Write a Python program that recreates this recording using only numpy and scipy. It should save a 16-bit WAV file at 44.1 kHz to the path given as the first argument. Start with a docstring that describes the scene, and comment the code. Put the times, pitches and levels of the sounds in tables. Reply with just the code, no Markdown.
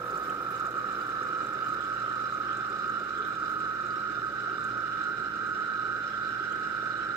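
"""Coffee maker and motor outdoors

A drip coffee maker heats on a tailgate: collapsing steam bubbles excite its heater tube, which sings near
1.3 kHz and slowly brightens, amid fizz, ticks, knocks, glugs and sputters made of filtered pulses and tones.
A motor close by drones and whirrs in multiples of its turn rate, gains a little speed and makes the singing
flutter. A low hum (sines of fixed pitch and wavering level), an air rush, a fading rustle of someone walking
off and hiss (filtered noise) lie below."""
import sys
import numpy as np
from scipy import signal
from scipy.fft import rfft, irfft, next_fast_len
from scipy.io import wavfile
from scipy.ndimage import map_coordinates

SR = 44100
rng = np.random.default_rng(int(sys.argv[2]) if len(sys.argv) > 2 else 0)


def bounce(signal):
    """Save signal as a 16-bit WAV file at the path given by the first command-line argument."""
    frames = np.transpose(np.atleast_2d(signal))
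    limited = np.clip(frames, -1, 1)
    pcm = np.round(limited * 32767).astype(np.int16)
    wavfile.write(sys.argv[1], SR, pcm)


N = 315756

WARM_UP_S = 7.16  # the tube goes from cool to hot at an even pace
# share of one turn's bubbling that returns in the next (0-1), at first and at last; e-fold time of its growth
LOCKED_FIRST, LOCKED_LAST, LOCKING_S = 0.019, 0.94, 1.3
# evening of the swells: usual share, share inside the strongest cluster, half the averaging window
EVENING, CLUSTER_EVENING, EVENING_S = 0.42, 0.6, 0.0055
# hold-back of the singing while a knocking bubble grows: depth, time before the knock, half-width
LULL_DB, LULL_LEAD_S, LULL_S = -10, 0.004, 0.007
# half-width of a swell in the boil, and the share of its dB lift that the singing follows
BOIL_UP_S, SINGING_FOLLOWS = 0.85, 0.29
# resonance of the cool tube: f/Hz, relative level/dB per Hz
COOL_TUBE = [(700, -47), (1020, -26), (1090, -20), (1170, -6.5), (1215, -7.5), (1275, 5.5), (1380, -1.5),
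             (1470, -11.5), (1550, -7.5), (1630, -20.5), (1740, -15.5), (1870, -28), (2200, -37.5),
             (4000, -77.5)]
# resonance of the hot tube: f/Hz, relative level/dB per Hz
HOT_TUBE = [(800, -37.5), (1080, -35.5), (1135, -21), (1215, -25.5), (1252, -2.5), (1290, -0.2),
            (1340, -2.5), (1450, -1), (1495, -8), (1560, -2), (1630, -19.5), (1745, -20), (1850, -26),
            (1950, -29.5), (4000, -99)]
# clusters of bubbles that collapse together: t/s, lift of the singing/dB, lift of the fizz/dB
CLUSTERS = [(.172, 3, 0), (.276, 3, 0), (.608, 4, 1), (.66, 3, 1), (.784, 4.5, 1), (1.33, 3, 0),
            (1.41, 3.5, 0), (2.117, 3.8, 0), (2.504, 3.8, 0), (2.9, 4, 0), (2.97, 4, 0), (3.432, 3.5, 0),
            (3.663, 3.5, 0), (3.799, 3, 0), (4.24, 2.5, 0), (5.011, 4.5, 1), (5.593, 3, 0),
            (6.272, 1.5, 1.5)]
# moments when the boiling slackens: t/s, change of the singing/dB, change of the fizz/dB
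STALLS = [(0, -2.5, -2), (.38, -2, 0), (.44, -2, -.5), (.71, -2.5, -4), (.86, 0, -2.5), (1.47, -2, 0),
          (2.3, -2, 0), (3.03, -2.5, 0), (3.12, -2.5, 0), (3.35, -2, 0), (4.32, -2.3, -1), (5.32, -3, -1),
          (5.53, 0, -2.3), (5.8, 0, -1.5), (6.01, 0, -2)]
# moments when the boil picks up: t/s, lift of the fizz/dB
BOIL_UPS = [(2.2, 0.82), (6.6, 1.2)]


def singing(turns, flutter=0.14, late_flutter=0.18, throb=0.22):
    """Forced resonance: collapsing bubbles ring the tube, and the motor's shaking times a growing share."""
    t = np.arange(N) / SR
    heat = np.clip(t / WARM_UP_S, 0, 1)
    locked = LOCKED_FIRST + (LOCKED_LAST - LOCKED_FIRST) * np.exp((t - t[-1]) / LOCKING_S)
    drive = recurring(turns, locked) * shaking(turns, flutter + late_flutter * heat, order=6)

    # as the water warms, the upper resonances take over
    cool = unit(ports(coloured(drive, COOL_TUBE)))
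    hot = unit(ports(coloured(drive, HOT_TUBE)))
    song = (1 - heat) * cool + heat * hot

    # strong ringing uses up the ripe bubbles, which evens out the swells, most of all inside a cluster
    surges = swells([(s, db) for s, db, _ in CLUSTERS], width=0.009)
    window = np.hanning(int(2 * EVENING_S * SR))
    power = np.abs(signal.fftconvolve(song.mean(0) ** 2, window, "same"))
    even = EVENING + (CLUSTER_EVENING - EVENING) * surges / surges.max()
    song = unit(song / (power / power.mean() + 0.08) ** (even / 2))

    song = song * shaking(turns, throb * (1 - heat), order=2)  # a slower throb fades with the warming
    lulls = swells([(s - LULL_LEAD_S, LULL_DB) for s, _ in KNOCKS], LULL_S)
    stalls = swells([(s, db) for s, db, _ in STALLS], width=0.024)
    boil = SINGING_FOLLOWS * swells(BOIL_UPS, BOIL_UP_S)
    level = settling(first_db=-37.5, steady_db=-34, time_s=0.46)
    return amp(level + boil + surges + lulls + stalls + 0.29 * wobble(30)) * song


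# single large collapses: t/s, strength/dB (the loudest ringing peak is set to the strongest)
KNOCKS = [(.596, -26.5), (.741, -26), (.843, -25.5), (2.323, -25.5), (2.401, -27.5), (3.106, -27),
          (4.218, -24.5), (4.582, -24.5)]


def knocks():
    """Impulse response: each large collapse strikes the tube, which rings with its cool resonances."""
    blows = np.zeros((2, N))
    for s, db in KNOCKS:
        blows[0, int(s * SR)] = amp(db)
    ring = ports(coloured(blows, COOL_TUBE))
    return ring * blows.max() / np.abs(ring.mean(0)).max()


# ringing of the heater plate and housing:
# f/Hz, bandwidth/Hz, relative level when cool/dB, change when hot/dB
HOUSING = [(2098, 180, -2.5, -.5), (2435, 55, 6, -3.5), (2660, 110, -4.5, .5), (2910, 200, -1, .5),
           (3615, 75, 1.5, -.5), (3960, 130, 0, 2), (4120, 60, -4, 4.5), (4250, 110, -10, 1),
           (4745, 80, -5, .5), (5000, 150, -8, -1), (5410, 50, -1.5, 1), (5780, 120, -15.5, 0),
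           (6110, 45, -12, 0), (6250, 70, -10.5, -.5), (7130, 110, -17, -1), (7430, 90, -10.5, -.5),
           (7790, 80, -11, 0)]


def fizz(turns, throb=0.13, edge_hz=8000):
    """Modal excitation: the smallest bubbles, in clumps, ring the plate and housing mode by mode."""
    drive = collapses(rate=12000, scatter_db=4.0) * amp(0.95 * wobble(45))
    drive = drive * shaking(turns, throb, order=2)
    ring, heat = 0, np.clip(np.arange(N) / SR / WARM_UP_S, 0, 1)
    for hz, width, db, change in HOUSING:
        mode = signal.lfilter(*signal.iirpeak(hz, hz / width, SR), drive)
        strength = amp(db + change * heat + 1.06 * wobble(16))
        ring = strength * mode - ring  # neighbouring modes swing in opposite directions
    ring = filtered(ring, lambda hz: 1 / np.sqrt(1 + (hz / edge_hz) ** 40))
    surges = swells([(s, db) for s, _, db in CLUSTERS], width=0.021)
    stalls = swells([(s, db) for s, _, db in STALLS], width=0.026)
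    level = settling(first_db=-61, steady_db=-56, time_s=0.34)
    return amp(level + swells(BOIL_UPS, BOIL_UP_S) + surges + stalls) * unit(ports(ring))


# faint pops: strongest at the start, range below it, fall as the water warms
FAINT_POP_DB, FAINT_RANGE_DB, FAINT_FALL_DB_PER_S = -57, 10, 0.9
# individually timed pops, mostly louder than the faint ones: t/s, burst level before colouring/dB
POPS = [(0.1042, -50), (0.172, -48), (0.2324, -49.5), (0.296, -49), (0.596, -47.5), (0.6514, -51.5),
        (0.9213, -49), (1.07, -57), (1.228, -48), (1.4611, -51), (1.532, -50.5), (1.8074, -53.5),
        (2.0163, -55), (2.568, -47), (2.6948, -51), (2.8938, -49), (3.1842, -51.5), (3.5997, -52.5),
        (3.8606, -51.5), (4.6386, -44.5), (4.8045, -57), (5.0345, -49.5), (5.4595, -52.5), (6.5206, -50)]
# colour of a pop: f/Hz, relative level/dB per Hz
POP_COLOUR = [(500, -38), (1500, -6), (3000, -13), (4000, -18), (5800, -10), (6300, 4), (7000, 5),
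              (7800, 7), (8500, -12), (11000, -15), (15000, -18)]


def pops(count=240):
    """Transient radiation: bubbles burst as bright ticks, some timed, many faint that weaken with warming."""
    moment, weakness = rng.random(size=(count, 2)).T
    s = moment * N / SR
    faint_db = FAINT_POP_DB - FAINT_RANGE_DB * weakness - FAINT_FALL_DB_PER_S * s
    timed = bursts(POPS, t60=0.042, rise=0.0036)
    faint = bursts(np.column_stack([s, faint_db]), t60=0.074, rise=0.0017)
    return struck(timed + faint, POP_COLOUR)


# short ringing blips; the three near 0.294 s together make one click:
# t/s, f/Hz, starting level before attack and panning/dB, t60/s
BLIPS = [(.103, 4760, -51, .04), (.14, 4480, -59, .2), (.229, 4780, -52, .04), (.295, 3080, -43.5, .045),
         (.294, 2780, -45, .02), (.293, 2480, -44, .04), (1.011, 4790, -51, .06), (3.458, 4770, -50, .05),
         (3.905, 4750, -47, .05), (5.661, 5410, -53, .05), (6.229, 4770, -53, .06)]


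def blips(attack=0.0008):
    """Damped oscillation: each short blip is a decaying sine of unsteady phase."""
    out = np.zeros(N)
    for s, hz, db, t60 in BLIPS:
        t = np.maximum(np.arange(N) / SR - s, 0)
        envelope = amp(db - 60 * t / t60) * (1 - np.exp(-t / attack))
        out += envelope * np.sin(2 * np.pi * hz * t + 0.7 * wobble(300))
    return out * amp([[-2], [2]])  # stronger at the right


# pitch swing of a glug either side of its middle (share), and spread of its phase waver (radians)
GLUG_RISE, GLUG_ROUGH = 0.13, 0.6
# air pockets in the tube: t at the peak/s, f at the peak/Hz, relative peak level/dB, rise/s
GURGLES = [(.132, 350, -40, .004), (.171, 560, -45, .005), (.283, 370, -40, .005), (.296, 510, -45, .006),
           (.518, 370, -41, .006), (.68, 620, -45, .006), (.741, 350, -38.5, .009), (.76, 520, -44, .007),
           (1.303, 350, -42, .005), (1.42, 330, -42, .009), (1.789, 400, -41, .005),
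           (2.43, 330, -42.5, .005), (2.586, 350, -43, .007), (2.71, 390, -41, .009),
           (2.868, 370, -40, .003), (3.009, 590, -44, .005), (3.014, 350, -39.5, .004),
           (3.203, 400, -38.5, .009), (3.243, 400, -43, .005), (3.488, 590, -47, .006),
           (3.856, 350, -43, .005), (3.966, 350, -40, .007), (4.108, 320, -41.5, .006),
           (4.173, 650, -48, .005), (4.231, 370, -41.5, .004), (4.315, 540, -48, .008),
           (4.48, 660, -47, .007), (4.572, 400, -42.5, .009), (4.712, 350, -41.5, .004),
           (5.838, 340, -42.5, .005), (6.411, 360, -40, .005), (6.518, 460, -42.5, .004),
           (6.562, 360, -42, .008), (6.831, 380, -42, .004), (6.83, 630, -47, .005),
           (6.998, 330, -41.5, .007)]


def gurgling(level_db=0.5):
    """Cavity resonance: each air pocket swells, rings for a few cycles and rises in pitch as it dies."""
    out, t = np.zeros(N + SR), np.arange(SR // 10) / SR
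    for s, hz, db, rise in GURGLES:
        age = t / rise
        pitch = hz * (1 + GLUG_RISE * np.tanh((age - 1) / 2))
        cycles = np.cumsum(pitch) / SR + rng.random()
        waver = GLUG_ROUGH * np.interp(t, np.linspace(0, t[-1], 20), rng.standard_normal(20))
        envelope = amp(db + level_db) * age * np.exp(1 - age)  # peaks at age 1
        out[int((s - rise) * SR):][:len(t)] += envelope * np.sin(2 * np.pi * cycles + waver)
    return ports(np.array([out[:N], np.zeros(N)]))


# soft flurries of steam: t at the middle/s, f/Hz, relative level/dB
SPUTTERS = [(1.83, 3300, -61.5), (1.98, 2800, -60), (2.07, 3000, -61), (2.51, 3050, -57.5),
            (3.17, 3350, -62), (3.25, 3600, -58.5), (4.93, 2900, -62), (6.13, 3100, -59.5),
            (6.272, 3900, -60), (6.412, 3300, -61.5), (6.52, 3050, -59), (7.027, 2950, -57.5)]


def sputtering(length_s=0.041, spread=0.13):
    """Band-limited shot noise: flurries of tiny bubbles; spread is their scatter as a share of the pitch."""
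    out, t = np.zeros((2, N + SR)), np.arange(-SR // 8, SR // 8) / SR
    shape, f = np.exp(-(t / length_s) ** 2), np.fft.rfftfreq(len(t), 1 / SR)
    spray = collapses(rate=1500, scatter_db=1)
    for s, hz, db in SPUTTERS:
        start = int((s + t[0]) * SR)
        band = np.exp(-((f / hz - 1) / spread) ** 2)
        puff = irfft(rfft(shape * spray[:, start:][:, :len(t)]) * band, len(t))
        puff *= np.sqrt(np.mean(shape ** 2)) / np.std(puff, axis=1, keepdims=True)
        out[:, start:][:, :len(t)] += amp(db) * puff
    return ports(out[:, :N])


# the motor's turns a second at first and at full speed, time taken, exponent of the approach
FIRST_TURNS_HZ, FULL_TURNS_HZ, RUN_UP_S, EASE = 24.4, 26.29, 7.16, 2.5


def run_up():
    """Decelerating approach: how far the motor has come towards full speed, 0-1."""
    return 1 - np.clip(1 - np.arange(N) / SR / RUN_UP_S, 0, 1) ** EASE


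def shaft(unsteady=0.0008):
    """Phase as integrated speed: turns that the motor has made so far."""
    speed = FIRST_TURNS_HZ + (FULL_TURNS_HZ - FIRST_TURNS_HZ) * run_up()
    return np.cumsum(speed * (1 + unsteady * wobble(14))) / SR


# motor orders: multiple of the turn rate, rms level before panning at first speed/dB and at full speed/dB
DRONE = [(6, -74, -63.5), (8, -59.5, -55.5), (10, -67, -66), (12, -60.5, -57), (14, -61, -64),
         (16, -59, -63.5), (19, -76.5, -65), (20, -52.5, -67), (21, -60, -77.5), (22, -67.5, -69),
         (32, -64, -72), (36, -74, -72)]
# low hum tones: f/Hz, middle rms level before panning/dB
HUM = [(60, -69), (120, -57), (167, -66)]


def drone(turns):
    """Harmonic orders: sines locked to the shaft shift in strength with speed; hum tones keep their pitch."""
    t, pace = np.arange(N) / SR, run_up()

    def tone(db, cycles):
        return amp(db) * np.sqrt(2) * np.sin(2 * np.pi * (cycles + rng.random()))

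    orders = sum(tone(slow + (fast - slow) * pace + 0.97 * wobble(7), k * turns) for k, slow, fast in DRONE)
    hum = sum(tone(db + 2.1 * wobble(9), hz * t) for hz, db in HUM)
    return filtered(orders + hum, lambda hz: amp(along(PAN, hz) / 2 * np.array([[1], [-1]])))


WHIRR_REPEATS_FIRST, WHIRR_REPEATS_LAST = 0.5, 0.87  # likeness of one turn to the next (0-1)
# whirr at full speed: f/Hz, relative level/dB per Hz
WHIRR = [(250, -33), (470, -11.5), (535, 2.5), (575, 0.5), (610, -4.5), (720, -5.5), (850, -4),
         (910, -11.5), (945, -2), (1010, -11.5), (1130, -1.5), (1400, -29), (4000, -90.5)]


def whirr(turns):
    """Cyclic noise: the motor's airy whirr, rough at first, then higher and more alike on every turn."""
    pace = run_up()
    lower = [(hz * FIRST_TURNS_HZ / FULL_TURNS_HZ, db) for hz, db in WHIRR]
    slow = coloured(recurring(turns, WHIRR_REPEATS_FIRST), lower)
    fast = coloured(recurring(turns, WHIRR_REPEATS_LAST), WHIRR)
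    blend = np.sqrt(1 - pace) * slow + np.sqrt(pace) * fast
    return amp(settling(first_db=-50, steady_db=-60, time_s=2.2)) * unit(ports(blend))


# low rush of moving air: f/Hz, relative level/dB per Hz
RUSH = [(20, -20.5), (40, -22), (58, -4.5), (85, -13.5), (125, -3.5), (240, -4.5), (320, 2.5), (420, .5),
        (470, -4), (510, -5), (600, -7.5), (800, -12.5), (1050, -18), (2500, -20), (6000, -99)]


def rush():
    """Flow noise: stirred air rushes low, in soft lumps, as filtered noise of wavering level."""
    air = unit(ports(coloured(rng.standard_normal((2, N)), RUSH)))
    return amp(settling(first_db=-46, steady_db=-50, time_s=2.35) + 0.95 * wobble(26)) * air


# colour of the leaves: f/Hz, relative level/dB per Hz
LEAVES = [(500, -20), (2500, 0), (6000, 1), (8700, -4), (9450, 0), (10500, -2), (11500, -1), (11950, 5),
          (13000, 0), (15500, -2)]
# leaves brushed in passing: t/s, lift of the rustle/dB
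BRUSHES = [(.27, 2.5), (1.01, 4), (3.53, 7.5)]
# crisp crackles underfoot: t/s, relative burst level/dB
CRACKLES = [(0.042, -50.5), (0.1032, -57.5), (0.194, -50.5), (0.2438, -55.5), (.281, -54.5), (0.2952, -54),
            (0.4194, -52.5), (.493, -54), (0.5062, -47), (.516, -47.5), (0.5945, -55), (0.7058, -54),
            (1.6726, -53), (1.7389, -54), (3.272, -50), (3.4895, -55.5), (3.5354, -55.5), (3.5877, -60)]
# colour of a crackle: f/Hz, relative level/dB per Hz
CRISP = [(2000, -36.5), (6000, -9), (9000, -2.5), (11000, -2), (12000, 7.5), (13000, -2), (15500, -3)]


def rustle():
    """Granular contact noise: a leafy rustle settles as the steps move away, with a few crisp crackles."""
    grains = collapses(rate=4000, scatter_db=1.5) * amp(1.6 * wobble(43))
    level = settling(first_db=-65.5, steady_db=-83, time_s=3.6) + swells(BRUSHES, width=0.06)
    leaves = amp(level) * unit(ports(coloured(grains, LEAVES)))
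    return leaves + struck(amp(-5.5) * bursts(CRACKLES, t60=0.05, rise=0.001), CRISP)


# colour of the hiss: f/Hz, relative level/dB per Hz
HISS = [(1000, 9.5), (7000, -2), (8700, -12.5), (11000, -11.5), (12500, -8), (14000, -9), (15700, -8.5)]


def hiss():
    """Stationary noise: the even, faint hiss behind everything."""
    return amp(-60.5) * unit(ports(coloured(rng.standard_normal((2, N)), HISS)))


LAG_S = 0.00043  # the sound reaches the left port this much later
# level difference between the microphone ports: f/Hz, left minus right/dB
PAN = [(60, -2.5), (300, -.5), (490, 0), (620, -7), (850, -4), (950, 7), (1030, 0), (1170, 2), (1240, -6),
       (1550, -7), (1620, 0), (1850, -11), (2200, -2), (3700, -6), (6200, -3), (7500, -8), (9000, 1),
       (11500, 7), (15000, 3)]
# bend of the delay by nearby surfaces: f/Hz, phase lead of the left/radians
LEAD = [(60, .1), (300, 0.77), (550, 0.74), (900, 2.75), (1100, 1.1), (1200, 1.2), (1270, 2.3), (1480, 2.8),
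        (1600, 3.04), (1680, 6.9), (2100, 6.35), (3000, 5.97)]
# likeness of the two ports: f/Hz, coherence (0-1)
ALIKE = [(60, 0.72), (300, 0.92), (800, 0.59), (1000, 0.84), (1150, 1), (1290, 1), (1550, 0.78),
         (1900, 0.39), (6000, 0.18), (12000, .1)]


def ports(pair):
    """Spatial coherence: two unrelated signals become direct and scattered sound at two ports."""
    def response(hz):
        turn = np.arccos(np.clip(along(ALIKE, hz), 0, 1)) / 2
        phase = along(LEAD, hz) / 2 - np.pi * hz * LAG_S
        tilt = amp(along(PAN, hz) / 2) * np.exp(1j * phase)
        direct = np.cos(turn) * np.array([tilt, 1 / tilt])
        scattered = np.sin(turn) * np.array([tilt, -(1 / tilt)])
        middle = np.hypot(abs(direct.mean(0)), abs(scattered.mean(0)))
        return np.array([direct, scattered]) / middle
    return filtered(pair[:, None], response).sum(0)


def recurring(turns, likeness, size=1680):
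    """Cyclostationarity: noise in which every turn of the motor partly repeats the turn before it."""
    laps = rng.standard_normal((int(turns[-1]) + 1, 2, size))
    keep = np.interp(np.arange(len(laps)), turns, np.clip(likeness * np.ones(N), 0, 0.99))
    for k in range(1, len(laps)):
        laps[k] = keep[k] * laps[k - 1] + np.sqrt(1 - keep[k] ** 2) * laps[k]
    return np.concatenate(laps, axis=1)[:, (turns * size).astype(int)]


def shaking(turns, depth, order):
    """Amplitude modulation: a gain that swings order times in each turn of the motor."""
    return 1 + depth * np.cos(2 * np.pi * order * turns)


def collapses(rate, scatter_db):
    """Shot noise: pulses at random moments, rate a second, with randomly scattered sizes."""
    strikes = (rng.random(N) < rate / SR) * amp(scatter_db * np.clip(rng.standard_normal(N), -2, 2))
    return unit(strikes * rng.standard_normal((2, N)))


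def bursts(events, t60, rise):
    """Energy superposition: short puffs of noise, one for each (t/s, level/dB) row."""
    power, t = np.zeros(N), np.arange(SR // 8) / SR
    for s, db in events:
        power[int(np.clip(s * SR, 0, N - 1))] += amp(db) ** 2
    puff = amp(-60 * t / t60) * (1 - np.exp(-t / rise))
    envelope = np.sqrt(np.abs(signal.fftconvolve(power, puff ** 2)[:N]))
    return envelope * rng.standard_normal((2, N))


def struck(x, spectrum):
    """Spectral shaping at constant level: colour a train of bursts and keep its rms."""
    return np.std(x) * unit(ports(coloured(x, spectrum)))


def swells(rows, width):
    """Gaussian level changes: a dB curve with one bump of 1/e half-width/s per (t/s, lift/dB) row."""
    t = np.arange(0, N / SR, 0.001)
    bumps = sum(db * np.exp(-((t - s) / width) ** 2) for s, db in rows)
    return np.interp(np.arange(N) / SR, t, bumps)


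def settling(first_db, steady_db, time_s):
    """Exponential relaxation: a dB curve from its first value towards a steady one."""
    return steady_db + (first_db - steady_db) * np.exp(-np.arange(N) / SR / time_s)


def wobble(rate):
    """Slow random modulation: a smooth curve with rate knots a second."""
    knots = rng.standard_normal(int(N * rate / SR) + 4)
    return map_coordinates(knots, [np.arange(N) * rate / SR])


def coloured(x, spectrum):
    """Minimum phase: a causal filter with the given spectrum rings after a pulse, never before."""
    def response(hz):
        cepstrum = irfft(np.log(amp(along(spectrum, hz))))
        index = np.arange(len(cepstrum))
        fold = 1 + np.sign(len(cepstrum) // 2 - index)  # keep the causal half, doubled
        return np.exp(rfft(cepstrum * fold))
    return unit(filtered(x, response))


def filtered(x, response):
    """Linear filtering: the spectrum of x times a complex response of frequency."""
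    m = next_fast_len(N + SR // 2, True)
    return irfft(rfft(x, m) * response(np.fft.rfftfreq(m, 1 / SR)), m)[..., :N]


def along(points, hz):
    """Logarithmic frequency scale: (f/Hz, value) points read on a log axis."""
    f, v = np.transpose(points)
    return np.interp(np.log(hz + 1), np.log(f + 1), v)


def unit(x):
    """Level normalisation: scale to rms 1, a stereo pair by its middle."""
    return x / np.sqrt(np.mean(np.atleast_2d(x).mean(0) ** 2) + 1e-20)


def amp(db):
    """Decibel law: level to amplitude gain."""
    return 10 ** (np.asarray(db) / 20)


def scene():
    """Superposition: coffee maker, motor with hum, and surroundings add up."""
    turns = shaft()
    tube = singing(turns) + knocks()
    bubbles_and_blips = fizz(turns) + pops() + blips() + gurgling() + sputtering()
    motor_and_hum = drone(turns) + whirr(turns)
    return tube + bubbles_and_blips + motor_and_hum + rush() + rustle() + hiss()


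def record(dry, top_hz=15720):
    """Band limiting: nothing at or above top_hz is kept."""
    return filtered(dry, lambda hz: hz < top_hz)


dry = scene()
out = record(dry)
bounce(out)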